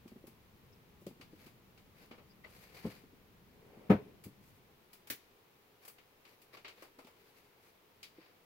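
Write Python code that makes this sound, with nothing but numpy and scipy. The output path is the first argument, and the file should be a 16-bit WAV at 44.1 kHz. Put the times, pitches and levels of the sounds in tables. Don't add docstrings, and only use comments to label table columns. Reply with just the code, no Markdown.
import sys
import numpy as np
from scipy import signal
from scipy.fft import rfft, irfft
from scipy.io import wavfile
from scipy.ndimage import uniform_filter1d

SR = 44100
rng = np.random.default_rng(int(sys.argv[2]) if len(sys.argv) > 2 else 0)


def put_to_file(sound):
    columns = np.atleast_2d(sound).T
    safe = np.clip(columns, -1, 1)
    whole_steps = np.round(safe * 32767)
    wavfile.write(sys.argv[1], SR, whole_steps.astype(np.int16))


N = 372644


def clicks(centre_hz=3270, lowest_hz=500, clack_octaves=0.89, rise_s=0.0022, size=16384):
    # (time [s], level [dB], brightness [dB/octave], clack of the handle [dB])
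    contacts = [(0.077, -61.5, 0, 1), (0.268, -57, 1.5, -4), (1.0648, -59, 2.5, 4.5),
                (1.2104, -57, -2.2, 6), (1.462, -59.5, -1.5, 1.5), (1.7746, -66, -1.5, 5.5),
                (2.1105, -58, -7, 7), (2.179, -66.5, -8, 7), (2.443, -62.5, -7.5, 9.5),
                (4.238, -54, 2.5, -1.5), (4.9305, -56.5, 2.5, -1), (5.071, -53.5, 1, -2.5),
                (5.8488, -52, 0.5, -5.5), (5.8781, -49.5, 2, -5.5), (5.9818, -66.5, -4, 9.5),
                (6.25, -63.5, -3, 7.5), (6.4163, -64.5, 2.5, 1.5), (6.569, -57.5, -4, 6),
                (6.6456, -59.5, -6.5, 18), (6.679, -55, -2.5, 8.5), (6.821, -48.5, -3, -6),
                (6.9863, -53.5, -4, -2.5), (7.045, -71, 1, 11.5), (7.0682, -56.5, -3, -3),
                (8.029, -58.5, 2.5, 14.5)]
    # (frequency [Hz], density [dB])
    colour = [(150, -17), (400, 2), (850, 0.5), (1250, 3), (1700, -3), (2200, 0), (3200, -2), (5000, -3),
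              (6600, -6.5), (7500, -5), (9000, -7.5), (10700, -3.5), (12300, -3.5), (14000, -5.5),
              (16000, -2.5)]
    # (centre [Hz], width [Hz], boost [dB])
    rings = [(2280, 700, 5), (2900, 420, 2.5), (4630, 600, 4.5)]
    out, t, hz = np.zeros((2, N)), np.arange(size) / SR, np.fft.rfftfreq(size, 1 / SR)
    octaves = np.log2(np.maximum(hz, lowest_hz) / centre_hz)
    clack_hump = np.exp(-.5 * (octaves / clack_octaves) ** 2)
    rings_db = peaks_db(rings, hz)
    for start, db, brightness, clack_db in contacts:
        spray = noise(colour, size, db + brightness * octaves + clack_db * clack_hump + rings_db)
        rise = rise_s / 2 ** (brightness / 7.5)
        add(out, start, spray * strike(t, rise, t60_s=0.19, tick=1.1, tick_s=0.0034))
    return out * pan(2.8)


def snap(size=16384):
    # (time [s], level [dB])
    hits = [(5.1005, -38.5), (5.105, -41.5), (5.123, -51.5)]
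    # (frequency [Hz], density [dB])
    colour = [(150, -12), (400, -3.5), (700, -15.5), (1000, -16.5), (2200, -5), (4500, -8), (6600, -11),
              (9000, -13.5), (12000, -8.5), (16000, -10)]
    # (centre [Hz], width [Hz], boost [dB])
    rings = [(1730, 780, 7), (7500, 520, -2), (10800, 900, 4), (13900, 700, 8), (15400, 500, 8)]
    out, t, hz = np.zeros((2, N)), np.arange(size) / SR, np.fft.rfftfreq(size, 1 / SR)
    envelope = strike(t, rise_s=0.00064, t60_s=0.155, tick=0.98, tick_s=0.0026)
    for start, db in hits:
        add(out, start, amp(db) * noise(colour, size, peaks_db(rings, hz)) * envelope)
    return out * pan(2.4)


def knocks(decay_s=0.016, scuff_db=1, scuff_growth=0.57, size=16384):
    # (time [s], boom level [dB], knock above boom [dB], tilt [dB/octave], rise [s])
    contacts = [(1.063, -44, -3, -1.5, 0.0032), (2.8443, -32, -3, 0.5, 0.0035),
                (2.862, -32, -11.5, -2.5, 0.0023), (3.894, -16, -4, 1, 0.011),
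                (3.943, -26.5, -24, -6, 0.0022), (4.258, -42, -4, -10.5, 0.0029),
                (5.098, -54.5, 2, -12, 0.0098)]
    # (frequency [Hz], level [dB])
    boom_modes = [(78, -20), (100, -3.5), (128, -3), (197, 7.5), (216, -5)]
    # (frequency [Hz], level [dB])
    knock_modes = [(272, 5.5), (302, 7.5), (345, 3), (421, 7.5), (512, 2), (594, -4), (677, -8.5),
                   (761, -11.5), (911, -14), (1055, -13), (1320, -22.5)]
    # (frequency [Hz], density [dB])
    scuff_colour = [(200, -3.5), (500, -2.5), (900, -2.5), (1300, -7.5), (1750, -12.5), (2300, -13),
                    (3200, -24), (5000, -34), (8000, -46), (12000, -41), (16000, -38)]
    out, t = np.zeros((2, N)), np.arange(size) / SR
    for start, db, above_db, tilt, rise in contacts:
        boom = ringing(boom_modes, t, tilt) * pan(2.2)
        knock = amp(above_db) * ringing(knock_modes, t, tilt) * pan(0.34)
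        ring = (boom + knock) * swell(t, rise, decay_s)
        scuff = amp(above_db + scuff_db + scuff_growth * db) * noise(scuff_colour, size) * pan(4.46)
        scuff *= swell(t, 0.888 * rise, 1.6 * decay_s)
        add(out, start, amp(db) * (ring + scuff))
    return out


def taps(overtone_ratio=1.55, overtone_db=-6, puff_db=-10, size=8192):
    # (time [s], level [dB], pitch [Hz])
    touches = [(0.054, -45.5, 227), (0.117, -46, 230), (0.158, -46.5, 240), (0.237, -48.5, 343),
               (0.275, -47.5, 225), (1.016, -55.5, 366), (1.065, -38, 361), (1.106, -47.5, 225),
               (1.196, -53.5, 277), (1.33, -48, 315), (1.463, -48, 223), (2.109, -46.5, 227),
               (3.034, -51, 276), (3.128, -53.5, 270), (3.769, -48, 221), (6.983, -52.5, 278),
               (7.045, -54, 255), (8.182, -49.5, 327)]
    # (frequency [Hz], density [dB])
    puff_colour = [(50, -18.0), (200, 5), (450, -5.5), (900, -12.5), (4000, -44)]
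    out, t = np.zeros((2, N)), np.arange(size) / SR
    for start, db, hz in touches:
        phase = 2 * np.pi * hz * t
        tone = np.sin(phase) + amp(overtone_db) * np.sin(overtone_ratio * phase)
        puff = amp(puff_db) * noise(puff_colour, size)
        add(out, start, amp(db) * (tone + puff) * swell(t, rise_s=0.0026, decay_s=0.0088))
    return out * pan(0.73)


def sliding(grain_db=1.2, unevenness_db=2.5):
    # (start [s], length [s], rub level [dB], fizz level [dB])
    strokes = [(0.993, 0.069, -83, -74), (1.283, 0.33, -67.5, -71.5), (1.93, 0.22, -66.5, -71.5),
               (2.439, 0.27, -62, -64), (2.613, 0.5, -57.5, -63), (4.36, 0.3, -74.5, -71),
               (5.804, 0.065, -66.5, -70), (6.238, 0.17, -69.5, -73.5), (6.522, 0.07, -59.5, -71),
               (6.73, 0.19, -64.5, -72), (7.01, 0.66, -72, -75.5), (7.59, 0.16, -69.5, -70),
               (8.116, 0.29, -67.5, -95)]
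    # (frequency [Hz], density [dB])
    rub_colour = [(200, -7), (430, 4.5), (700, 0.5), (1400, -3), (2300, 3), (3300, -6.5), (4800, -2.5),
                  (7000, -29), (16000, -29)]
    # (frequency [Hz], density [dB])
    fizz_colour = [(3000, -18.5), (6000, 1), (9000, -2.5), (11500, 3.5), (15500, 1)]
    rub, fizz = np.zeros(N), np.zeros(N)
    for start, length, rub_db, fizz_db in strokes:
        pressure = arch(start, length)
        rub += amp(rub_db) * pressure
        fizz += amp(fizz_db) * pressure
    catches = unit_rms(uniform_filter1d(rng.standard_normal(N), size=200))
    drift = unit_rms(uniform_filter1d(rng.standard_normal(N), size=1500))
    grain = amp(grain_db * catches + unevenness_db * drift)
    return grain * (rub * noise(rub_colour, N) + fizz * noise(fizz_colour, N)) * pan(3.2)


def squeaks(size=8192):
    # (time [s], pitch [Hz], level [dB], length [s])
    slips = [(0.714, 5700, -73, 0.039), (2.277, 5360, -72, 0.07), (2.434, 2190, -51, 0.028),
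             (6.543, 1250, -58, 0.017)]
    # (frequency [multiple of the pitch], density [dB])
    colour = [(.3, -56), (.7, -57), (.88, 6.5), (1, 1), (1.12, -28), (1.5, -23), (3, -62)]
    out = np.zeros((2, N))
    for start, hz, db, length in slips:
        window = np.hanning(round(length * SR))
        whistle = noise([(multiple * hz, level) for multiple, level in colour], size)
        add(out, start, amp(db) * whistle[:, :len(window)] * window)
    return out * pan(5)


def sleeve(level_db=-60.5):
    # (frequency [Hz], density [dB])
    colour = [(100, -9), (220, -1), (430, 8.5), (800, -2.5), (1400, -12.5), (2300, -11), (5000, -31),
              (16000, -36.5)]
    return amp(level_db) * arch(start_s=3.464, length_s=0.9) * noise(colour, N) * pan(1.4)


def room(sound, build_s=0.028, size=32768):
    # (frequency [Hz], level [dB])
    colour = [(60, -1.5), (200, -6), (300, -2.5), (430, 4.5), (700, -8.5), (16000, 5)]
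    # (frequency [Hz], time to fall 60 dB [s])
    t60 = [(100, 0.51), (420, 0.542), (900, 0.15), (3000, 0.77), (14000, 0.19)]
    hz, t, bands = signal.stft(noise(colour, size), SR, nperseg=256)
    decay = amp(-60 * t / curve_at(t60, hz)[:, None])
    onset = 1 - np.exp(-t / build_s)
    tail = signal.istft(bands * decay * onset, SR, nperseg=256)[1]
    return signal.fftconvolve(sound, tail / np.linalg.norm(tail[0]), axes=1)[:, :N]


def background(air_db=-64, rumble_db=-62.5, floor_db=-87.5, fade_start_s=4.53, fade_db_per_s=35):
    # (frequency [Hz], density [dB])
    air_colour = [(20, 11), (45, -8), (100, 0), (180, -4), (300, -4.5), (430, 0.5), (600, -7.5), (1000, -7),
                  (1600, -11.5), (2300, -11), (4500, -17.5), (8400, -26), (12000, -20.5), (16000, -16.5)]
    # (frequency [Hz], density [dB])
    rumble_colour = [(20, 3.5), (45, 4), (100, 1.5), (200, 1.5), (280, -8.5), (450, -15.5), (900, -41),
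                     (3000, -69)]
    fade_db = fade_db_per_s * np.maximum(np.arange(N) / SR - fade_start_s, 0)
    rumble = (amp(rumble_db - fade_db) + amp(floor_db)) * noise(rumble_colour, N)
    return (amp(air_db) * noise(air_colour, N) + rumble) * pan(1.3)


def strike(t, rise_s, t60_s, tick, tick_s):
    return (1 - np.exp(-t / rise_s)) * (amp(-60 * t / t60_s) + tick * np.exp(-t / tick_s))


def swell(t, rise_s, decay_s):
    shape = (1 - np.exp(-(t / rise_s) ** 2)) * np.exp(-t / max(decay_s, .002))
    return shape / shape.max()


def arch(start_s, length_s, skew=0.82, sharpness=1.8):
    progress = (np.arange(N) / SR - start_s) / length_s
    inside, pressure = (progress > 0) & (progress < 1), np.zeros(N)
    pressure[inside] = np.sin(np.pi * progress[inside] ** skew) ** sharpness
    return pressure


def ringing(modes, t, tilt):
    return unit_rms(sum(amp(db + tilt * np.log2(hz)) * np.sin(2 * np.pi * hz * t) for hz, db in modes))


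def peaks_db(rings, hz):
    return sum(db / (1 + (2 * (hz - centre) / width) ** 2) for centre, width, db in rings)


def noise(colour, size, shade_db=0):
    # (frequency [Hz], correlation [0-1])
    correlation = [(60, .9), (200, 0.78), (400, 0.68), (700, 0.34), (1400, 0), (16000, 0)]
    hz = np.fft.rfftfreq(size, 1 / SR)
    left, independent = rfft(rng.standard_normal((2, size)))
    likeness = curve_at(correlation, hz)
    right = likeness * left + np.sqrt(1 - likeness ** 2) * independent
    gain = unit_rms(amp(curve_at(colour, hz))) * amp(shade_db)
    return irfft(np.array([left, right]) * gain, size)


def pan(left_db):
    return amp(np.array([[left_db], [-left_db]]) / 2)


def add(mix, start_s, sound):
    part = mix[:, max(0, round(start_s * SR)):][:, :sound.shape[-1]]
    part += sound[..., :part.shape[1]]


def curve_at(points, hz):
    frequencies, values = np.transpose(points)
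    return np.interp(np.log(hz + 1), np.log(frequencies + 1), values)


def amp(db):
    return 10 ** (np.asarray(db) / 20)


def unit_rms(x):
    return x / np.sqrt(np.mean(x ** 2) + 1e-20)


def scene():
    steel = clicks() + snap()
    thuds = knocks() + taps()
    reflections = room(amp(-22) * steel + amp(-22.5) * thuds)
    return steel + thuds + reflections + sliding() + sleeve() + squeaks() + background()


def record(dry):
    low_cut_hz, top_hz = 98, 15870
    low_cut = signal.butter(1, low_cut_hz, "high", fs=SR, output="sos")
    band_limit = signal.firwin(511, top_hz, window=("kaiser", 9), fs=SR)
    return signal.oaconvolve(signal.sosfilt(low_cut, dry), band_limit[None], "same")


dry = scene()
out = record(dry)
put_to_file(out)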